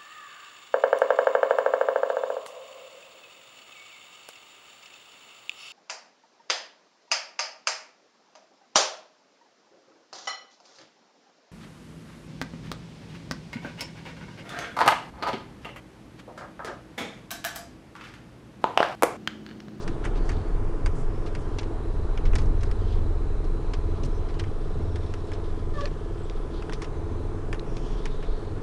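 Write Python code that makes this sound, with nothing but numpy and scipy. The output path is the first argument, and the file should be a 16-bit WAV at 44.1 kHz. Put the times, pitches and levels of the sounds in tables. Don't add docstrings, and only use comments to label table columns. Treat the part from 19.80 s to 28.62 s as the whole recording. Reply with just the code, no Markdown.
import sys
import numpy as np
from scipy import signal
from scipy.fft import rfft, irfft, next_fast_len
from scipy.io import wavfile
from scipy.ndimage import uniform_filter1d

SR = 44100
rng = np.random.default_rng(int(sys.argv[2]) if len(sys.argv) > 2 else 0)


def inscribe(sig):
    pcm = np.round(np.clip(np.atleast_2d(sig).T, -1, 1) * 32767)
    wavfile.write(sys.argv[1], SR, pcm.astype(np.int16))


def convert_level_to_amplitude(level_db):
    exponent = np.asarray(level_db, float) / 20
    return 10 ** exponent


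N = 388962
TIME = np.arange(N) / SR

# [f/Hz, width/Hz, level/dB]
CABIN_AIR = [(335.4, 37, -47.5), (708, 60, -62.5), (1222, 305, -58), (1876, 110, -71.5), (61.5, 7.5, -46.5),
             (525.4, 33, -58.5), (121.7, 13, -51)]
# [f/Hz, width/Hz, gain/dB]
CABIN_GAPS = [(50, 10, -1.5), (110, 9.7, -4), (623, 18, -3), (979, 32, -10), (1180, 33, -2),
              (1290, 33, -1.5), (1730, 30, -2), (1970, 70, -3.5)]
# [f/Hz, density/dB per Hz]
ROAR_COLOUR = [(50, -23), (85, -13), (110, -15.5), (130, -5.5), (170, -20), (200, -14.5), (330, -13.5),
               (430, -21.5), (600, -23.5), (1000, -25.5), (1690, -35), (1780, -37), (4000, -48),
               (10000, -53.5)]
# [t/s, level/dB]
WHEEL_LOAD = [(0, 3.5), (.07, 5.5), (.14, 1.5), (.27, 6.5), (1.0, 3.5), (2.2, 2), (2.58, 5), (2.75, 1.5),
              (4.7, 1.5), (4.85, 0), (5.65, 1.5), (5.92, -2), (6.05, 0.5), (6.2, -1.5), (7.0, 2),
              (8.7, 0.5), (8.82, 3)]
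# [centre t/s, length/s, rise/dB]
RAIL_JOINTS = [
    (0.0, 0.02, 15),
    (.1, 0.054, 14),
    (1.07, 0.17, 0.5),
    (2.58, .35, 5),
    (4.24, 0.079, 7),
    (5.0, 0.25, 3.5),
]
# [f/Hz, rms level/dB]
MOTOR_LINES = [(333.8, -52), (609, -61.5), (667.5, -60), (908, -71), (1002, -59), (1707, -71)]
# [f/Hz, width/Hz, rms level/dB]
PUMP_HOUSING = [(474, 43, -58), (437.3, 60, -50.5), (418.8, 60, -46), (380, 38, -55)]
# [t/s, level/dB]
CLOTH_LEVEL = [(0.0, -48), (.27, -61), (.59, -52), (.78, -70), (1.4, -62), (1.76, -53.5), (2.05, -72),
               (2.38, -56), (2.58, -82), (3.12, -48), (3.39, -74), (3.95, -57.5), (5.38, -54), (6.9, -53.5),
               (7.3, -65), (7.78, -64), (8.11, -46.5), (8.82, -58)]
# [t/s, length/s, f/Hz,
# width/Hz, level/dB]
CLOTH_SCUFFS = [(0, 0.051, 4860, 3500, -52.5), (2.85, 0.032, 4480, 2980, -59),
                (.23, 0.069, 3000, 6050, -60), (0.35, 0.045, 2590, 3800, -51.5),
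                (0.44, 0.086, 5000, 7000, -60.5), (1.139, 0.098, 6860, 6000, -60.5),
                (1.455, 0.033, 3970, 3500, -54), (1.584, 0.05, 6460, 7000, -63),
                (2.454, 0.039, 2500, 3500, -57), (2.59, 0.062, 6000, 8000, -64),
                (4.244, 0.025, 4970, 5000, -51), (4.589, 0.011, 3500, 4000, -50),
                (5.528, 0.036, 3000, 3500, -55), (5.468, .012, 7500, 4000, -64)]
# [t/s, length/s, f/Hz,
# width/Hz, level/dB]
FITTING_SQUEALS = [(0.339, 0.24, 4500, 420, -62.5), (0.52, .25, 4400, 450, -68),
                   (1.19, 0.41, 5300, 300, -72), (1.599, 4.7, 4010, 90.5, -73.5),
                   (1.394, 3.6, 4000, 600, -67), (3.046, 0.15, 3900, 1800, -62),
                   (6.03, .065, 5800, 120, -63), (6.9, .12, 6100, 300, -70), (7.86, .1, 2500, 400, -65),
                   (7.05, .6, 3920, 700, -67.5), (3.85, .35, 6100, 300, -75),
                   (4.312, 0.055, 5300, 300, -68), (4.336, .055, 5300, 300, -65),
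                   (4.342, .055, 5950, 300, -67), (4.948, 0.52, 5470, 352, -70),
                   (6.377, 0.032, 7980, 300, -66), (6.43, .03, 7700, 300, -65),
                   (6.73, 0.088, 3840, 1500, -56), (7.052, 0.66, 6240, 250, -76),
                   (7.818, 0.43, 5550, 700, -65.5), (7.9, 0.29, 6600, 1100, -68),
                   (8.25, 0.33, 3720, 700, -61), (8.398, 0.35, 4300, 500, -65),
                   (7.993, 0.23, 3180, 500, -66)]
# [t/s, length/s, f/Hz, width/Hz, level/dB]
SEAT_BUMPS = [
    (.072, .035, 500, 500, -48),
    (.352, .04, 650, 450, -50),
    (3.62, .055, 750, 500, -50),
    (4.228, .035, 480, 400, -46),
]
# [t/s, length/s, f/Hz, width/Hz, level/dB]
LOW_SWELLS = [
    (.075, 0.032, 198, 80, -40),
    (3.625, 0.044, 300, 120, -43),
    (4.23, 0.045, 150, 80, -35),
    (1.12, .16, 145, 50, -41),
    (2.9, .4, 188, 100, -44.5),
    (3.66, .12, 170, 60, -45),
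    (4.05, 0.32, 170, 90, -45),
]
# [t/s, f/Hz, level/dB, share of double slips/0-1]
JOINT_PULL = [
    (5.935, 603, -56, 0.4),
    (5.958, 588, -44, 0.4),
    (5.97, 590, -44, .03),
    (5.984, 580, -35, 0.6),
    (5.997, 562, -35, 0.93),
    (6.017, 577, -41, 0.54),
    (6.034, 561, -34, .02),
    (6.044, 579, -34.5, 0.1),
    (6.06, 590, -43, 0.3),
    (6.085, 570, -54, 0.7),
]
# [t/s, f/Hz, ring/s, level/dB]
SMALL_RELEASES = [(1.0615, 4700, .003, -38), (1.066, 1500, 0.0044, -39), (7.729, 2480, 0.0018, -37),
                  (7.729, 4800, .002, -40), (8.257, 6400, .002, -40), (7.7955, 3950, 0.0022, -38),
                  (.495, 4600, .003, -39), (2.3775, 2940, .003, -41), (2.376, 5100, .002, -48),
                  (2.535, 2630, 0.0035, -40), (2.5625, 4800, .002, -37), (3.941, 3360, 0.0027, -38),
                  (4.2395, 6100, .003, -40), (4.6025, 3000, .004, -36), (5.5355, 5230, 0.0026, -44),
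                  (6.0085, 5300, .002, -42), (6.011, 3200, 0.0026, -41), (6.057, 4460, 0.001, -25.5),
                  (6.0585, 1790, 0.0023, -35), (6.0737, 2300, 0.0023, -41), (6.824, 4770, .002, -43),
                  (6.918, 3400, .002, -48), (6.926, 5500, .002, -43), (6.937, 5500, .003, -46),
                  (7.0445, 5400, 0.0028, -45), (7.795, 1950, .002, -40), (7.9805, 2410, .002, -42)]
# [low f/Hz, high f/Hz]
TICK_BANDS = [(2000, 3600), (620, 2000), (3600, 6000), (6000, 12500)]
# [t/s, body/dB, knock/dB, brightness/dB, t60/s]
TRIM_SNAPS = [(1.5507, -41.5, 10, -3, 0.032), (2.3748, -37.5, 3.5, -19, 0.03), (2.533, -48, 20, -10, 0.032),
              (2.6183, -57.5, 19, 7, 0.043), (2.8325, -48, 17, 4.5, 0.032), (2.913, -44, 11.5, -2.5, 0.022),
              (6.0748, -43, -10, -29, 0.027), (6.8957, -49, 24, -12, 0.012), (6.9236, -49, 21, -8, 0.021),
              (7.729, -41.5, 17.5, -4, 0.021), (7.7444, -45.5, 13, -9, 0.036), (7.9677, -40, -7, -9, 0.013),
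              (7.9791, -51, -7, -10, .027), (5.3385, -40.5, 9.5, -6, 0.022), (6.823, -45, 11, -7, 0.018),
              (5.5175, -46.5, 13, -10, .025)]
# [t/s, body/dB, knock/dB, brightness/dB]
SMALL_PANELS = [(0.0776, -41.5, 13, -2), (1.0606, -42.5, 18, 4), (1.7858, -34.5, 5, -7.5),
                (1.8305, -42, -7, -17), (2.5544, -39.5, 13, 5), (4.596, -33.5, 3, -11),
                (4.6376, -45.5, 9, -15), (5.158, -40, 2, -10.5), (6.9324, -38, -1, -5),
                (7.045, -40, 0, -17), (8.2554, -36, 6, -6)]
# [t/s, body/dB, knock/dB, brightness/dB]
LARGE_PANELS = [(.2415, -57, 28, -42), (0.2454, -59, 18, 6), (.251, -48.5, 21, 8), (0.4915, -46.5, 17, 2),
                (0.5167, -50, 14, -3), (1.4635, -47, 5, -18), (1.811, -62.5, 24, 7), (2.5838, -40.5, 7, -5),
                (2.6576, -67, 8, 14), (3.6445, -54, 2, -7), (4.2335, -42, -4, -9), (7.0191, -42, 13, -1.5),
                (8.4266, -44.5, 7, -16)]
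# [t/s, body/dB, knock/dB, snap/dB, t60/s]
PLASTIC_CLIPS = [(2.4535, -42, 6, -1, 0.047), (2.8086, -52, 3, 7, 0.051), (3.9355, -37.5, 6, 2, 0.034),
                 (4.487, -47, 1, -2, 0.079), (4.5414, -48.5, -7, -2, 0.058), (6.0087, -36.5, 0, -3, 0.035),
                 (6.0554, -34.5, 6, -3, 0.017), (5.5345, -47, 0, 2, .03), (6.498, -34, -15, -4, 0.0043),
                 (7.795, -39.5, -15, -0.5, 0.0074)]
# [t/s, sway/dB, lean from floor to heave/dB]
TRACK_SWAY = [(0, -28, 10.5), (.3, -26.5, -6), (.42, -21, 0), (.6, -29, -3.5), (.75, -24, 2),
              (1.25, -25.5, 3), (1.87, -29.5, 0), (2.3, -22, 0), (3.35, -23.5, -1), (4.3, -25.5, -2.5),
              (4.8, -28, 5.5), (5.25, -30.5, 0), (5.9, -26.5, 3.5), (6.25, -30.5, -1.5), (6.85, -30.5, -1),
              (7.2, -32, 0.5), (7.9, -27, 0.5), (8.82, -33.5, 2.5)]
# [centre t/s, length/s, heave/dB, floor/dB]
BODY_LURCHES = [(.73, 0.089, -28, -21), (1.06, 0.04, -28, -17.5), (1.24, 0.094, -19, -40),
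                (2.5, 0.15, -16, -19), (2.65, 0.054, -25, -12.5), (2.9, 0.043, -27, -13),
                (3.14, 0.086, -30, -21), (6.58, 0.13, -30, -29), (8.14, .1, -33, -24),
                (8.35, 0.3, -26, -45), (8.5, 0.058, -24, -20)]
# [centre t/s, length/s, wall/dB, roof/dB]
SHELL_BOOMS = [(0.285, 0.33, -43, -39), (0.54, 0.12, -31, -30.5), (0.8, 0.17, -50, -33.5),
               (1.052, 0.068, -28, -29), (1.317, 0.22, -42, -39), (1.84, 0.9, -38, -37.5),
               (2.196, 0.22, -33.5, -41), (2.53, 0.23, -28, -31), (2.76, 0.32, -32, -29.5),
               (2.992, 0.06, -49, -29.5), (3.144, 0.3, -32.5, -33.5), (3.387, 0.7, -33, -42),
               (4.073, 0.39, -32, -33.5), (4.37, 0.17, -33.5, -36), (4.625, 0.15, -36, -30.5),
               (5.048, 0.37, -31, -33.5), (5.432, 0.59, -40, -36), (5.897, 0.49, -34.5, -43),
               (6.346, 0.22, -43, -36.5), (6.7, 0.29, -38.5, -56), (7.265, 0.46, -36.5, -36),
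               (7.62, 0.32, -60, -37), (8.13, 0.084, -56, -47), (8.687, 0.18, -40, -34.5)]
# [f/Hz, width/Hz]
BODY_MODES = [(19, 7.9), (30.5, 10.9), (75, 5.2), (94.8, 8.2)]
# [f/Hz, gain/dB]
RECORDER_EDGE = [(10100, 0), (11000, -18), (11700, -18), (12400, -32), (12800, -90)]


def evened(x):
    return x / np.sqrt(np.mean(x ** 2) + 1e-20)


def curves(rows, t=TIME):
    s, *columns = np.transpose(rows)
    return [np.interp(t, s, column) for column in columns]


def swells(rows):
    s, length, *columns = np.transpose(rows)[..., None]
    t = TIME[::256]
    bell = np.exp(-(2 * (t - s) / length) ** 2)
    return [np.interp(TIME, t, (column * bell).sum(0)) for column in columns]


def resonate(x, hz, width):
    turn = np.exp(2j * np.pi * np.cumsum(hz * np.ones(len(x))) / SR)
    r = np.exp(-np.pi * width / SR)
    low = x / turn + 1e-18
    for _ in range(2):
        low = signal.lfilter([1 - r], [1, -r], low)
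    return turn * low


def rung_noise(hz, width):
    return evened(resonate(rng.standard_normal(N), hz, width).real)


def drift(seconds):
    size = round(seconds * SR)
    return evened(uniform_filter1d(uniform_filter1d(rng.standard_normal(N), size), size))


def cabin_air():
    return sum(convert_level_to_amplitude(db) * rung_noise(hz, width) for hz, width, db in CABIN_AIR)


def wheel_roar():
    frames, hz = N // 256 + 5, np.fft.rfftfreq(1024, 1 / SR)
    a, b, patches = rng.standard_normal((frames, 513, 3)).T
    patches = evened(uniform_filter1d(uniform_filter1d(patches, 12, 0), 14, 1))
    t = np.arange(frames) * 256 / SR
    roll_db = curves(WHEEL_LOAD, t)[0]
    thud_db = np.interp(t, TIME, swells(RAIL_JOINTS)[0]) + 0.37 * roll_db - 0.5
    low = 1 / (1 + (hz[:, None] / 300) ** 4)
    middle = (1 - low) / (1 + (hz[:, None] / 2500) ** 2)
    f, colour_db = np.transpose(ROAR_COLOUR)
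    colour_db = np.interp(np.log(hz + 1), np.log(f), colour_db)[:, None]
    spectra = (a + 1j * b) * convert_level_to_amplitude(colour_db + low * thud_db + middle * roll_db + 0.97 * patches)
    return convert_level_to_amplitude(-37.5) * evened(signal.istft(spectra, nperseg=1024, noverlap=768)[1][:N])


def motor():
    out = 0
    for hz, db in MOTOR_LINES:
        level = np.sqrt(2) * convert_level_to_amplitude(db + 2.0 * drift(0.33))
        out = out + level * np.sin(2 * np.pi * hz * (TIME + 0.00018 * drift(0.23)))
    return out


def pump():
    rate_hz, rise_hz, step_s = 20.676, .604, 6.72
    turns = rate_hz * TIME + rise_hz * np.maximum(TIME - step_s, 0) + .57
    hunt = 2 * np.pi * (TIME - .7) / 2.84
    hunt = np.minimum(hunt, hunt[round(step_s * SR)])
    turns = turns - .035 * np.sin(hunt) - .02 * np.sin(2 * hunt)
    blows = sum(np.cos(2 * np.pi * k * turns) for k in range(10, 32)) * convert_level_to_amplitude(.7 * drift(0.04))
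    rung = sum(convert_level_to_amplitude(db) * evened(resonate(blows, hz, width).real) for hz, width, db in PUMP_HOUSING)
    gear = np.sqrt(2) * convert_level_to_amplitude(-56.5) * np.cos(2 * np.pi * 20 * turns)
    return rung + gear


def cloth_rustle():
    level_db = curves(CLOTH_LEVEL)[0] + 0.5 * drift(0.027)
    hz = 3460 + 182 * drift(0.19)
    slips = rng.standard_normal(N) * convert_level_to_amplitude(2.4 * drift(0.0086))
    narrow = evened(resonate(slips, hz, 900).real)
    broad = evened(resonate(slips, 4000, 3000).real)
    return convert_level_to_amplitude(level_db - 13.0) * (0.91 * narrow + 1.12 * broad)


def rubs_and_bumps():
    out = np.zeros(N)
    for s, length, hz, width, db in FITTING_SQUEALS + CLOTH_SCUFFS + SEAT_BUMPS + LOW_SWELLS:
        size = round(length * SR)
        fuzz = evened(resonate(rng.standard_normal(max(size, 8000)), hz, width).real)[:size]
        out[round(s * SR):][:size] += convert_level_to_amplitude(db) * fuzz * signal.windows.tukey(size, .4)
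    return out


def joint_squeak():
    hz, pull_db, twice = curves(JOINT_PULL)
    twice = np.clip(twice, 0, 1)
    third = convert_level_to_amplitude(-49 + 0.22 * (pull_db + 36))
    parts = convert_level_to_amplitude(pull_db) * np.sqrt(1 - twice), convert_level_to_amplitude(pull_db) * np.sqrt(twice), third
    turns = np.cumsum(hz * (1 + 0.008 * drift(0.0045))) / SR
    tone = 0
    for k, part in enumerate(parts, 1):
        tone = tone + part * convert_level_to_amplitude(2.7 * drift(0.0051)) * np.cos(2 * np.pi * k * turns)
    scrape = (turns % 1 < .4) * (0.45 + rng.standard_normal(N))
    scrape = third * convert_level_to_amplitude(-4.5) * evened(resonate(scrape, 3400, 3600).real)
    ends = np.minimum(TIME - JOINT_PULL[0][0], JOINT_PULL[-1][0] - TIME)
    return (np.sqrt(2) * tone + scrape) * np.clip(ends / .005, 0, 1)


def small_releases():
    out, t = np.zeros(N), np.arange(-300, 300) / SR
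    for s, hz, ring, db in SMALL_RELEASES:
        bell = np.exp(-(2 * t / ring) ** 2)
        out[round(s * SR) - 300:][:600] += convert_level_to_amplitude(db) * bell * np.sin(2 * np.pi * hz * t)
    return out


def tick_rows():
    panels = TRIM_SNAPS + [(*row, 0.035) for row in SMALL_PANELS] + [(*row, 0.059) for row in LARGE_PANELS]
    rows = [(s, db, knock, 6 + 0.63 * bright, bright, t60) for s, db, knock, bright, t60 in panels]
    return rows + [(s, db, knock, snap, snap - 43, t60) for s, db, knock, snap, t60 in PLASTIC_CLIPS]


def ticks():
    out, t = np.zeros(N + SR), np.arange(6000) / SR
    bands = [signal.butter(2, edges, "band", fs=SR) for edges in TICK_BANDS]
    front = np.minimum(t / 0.00061 + 0.56, 1)
    tail = convert_level_to_amplitude(-30.5 - 60 * t / 0.39)
    for s, db, knock_db, snap_db, sizzle_db, t60 in tick_rows():
        slips = rng.standard_normal(len(t)) * (5.0 + rng.exponential(1, 100).repeat(60))
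        slips[8] += 22
        parts = zip(bands, (1, -1, -1, 1), (0, knock_db, snap_db, sizzle_db), (1.6, 1.57, 1.44, 0.53))
        for band, sign, part_db, slow in parts:
            shape = convert_level_to_amplitude(-60 * t / max(t60 * slow, .004)) + tail
            part = signal.lfilter(*band, slips * shape * front)
            loudest = np.sqrt(uniform_filter1d(part ** 2, size=88).max())
            out[round(s * SR):][:len(t)] += sign * convert_level_to_amplitude(db + part_db - 6.0) * part / loudest
    return out[:N]


def shaking():
    sway_db, lean_db = curves(TRACK_SWAY)
    heave, floor = convert_level_to_amplitude(sway_db + lean_db - 2), convert_level_to_amplitude(sway_db - lean_db - 2.5)
    steady = [heave, floor, convert_level_to_amplitude(-50.5), convert_level_to_amplitude(-50.5)]
    jolts = []
    for rows in (BODY_LURCHES, SHELL_BOOMS):
        jolts += swells([(s, length, convert_level_to_amplitude(a_db), convert_level_to_amplitude(b_db)) for s, length, a_db, b_db in rows])
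    return [np.hypot(rest, jolt) for rest, jolt in zip(steady, jolts)]


def carriage_body():
    out = 0
    for drive, (hz, width) in zip(shaking(), BODY_MODES):
        swing = resonate(rng.standard_normal(N), hz, width)
        size = abs(swing)
        swing = swing / (size / np.mean(size) + 0.051) ** 0.91
        swing = resonate(drive * evened(swing.real), hz, 3.04 * width + 8)
        out = out + 2 * swing.real
    return out


def cabin(x):
    size = next_fast_len(N)
    hz = np.fft.rfftfreq(size, 1 / SR)
    gain_db = sum(db * np.exp(-(2 * (hz - f) / width) ** 2) for f, width, db in CABIN_GAPS)
    return irfft(rfft(x, size) * convert_level_to_amplitude(gain_db), size)[:N]


def scene():
    far = cabin(cabin_air() + wheel_roar() + carriage_body()) + motor() + pump()
    near = cloth_rustle() + rubs_and_bumps() + joint_squeak() + small_releases() + ticks()
    return (far + near)[None]


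def low_pass(x):
    return signal.sosfilt(signal.butter(12, 12300, fs=SR, output="sos"), x)


def record(dry):
    size = next_fast_len(N + 4096)
    gain = convert_level_to_amplitude(np.interp(np.fft.rfftfreq(size, 1 / SR), *np.transpose(RECORDER_EDGE)))
    limited = irfft(rfft(dry, size) * gain, size)[:, :N]
    return low_pass(limited)


dry = scene()
out = record(dry)
inscribe(out)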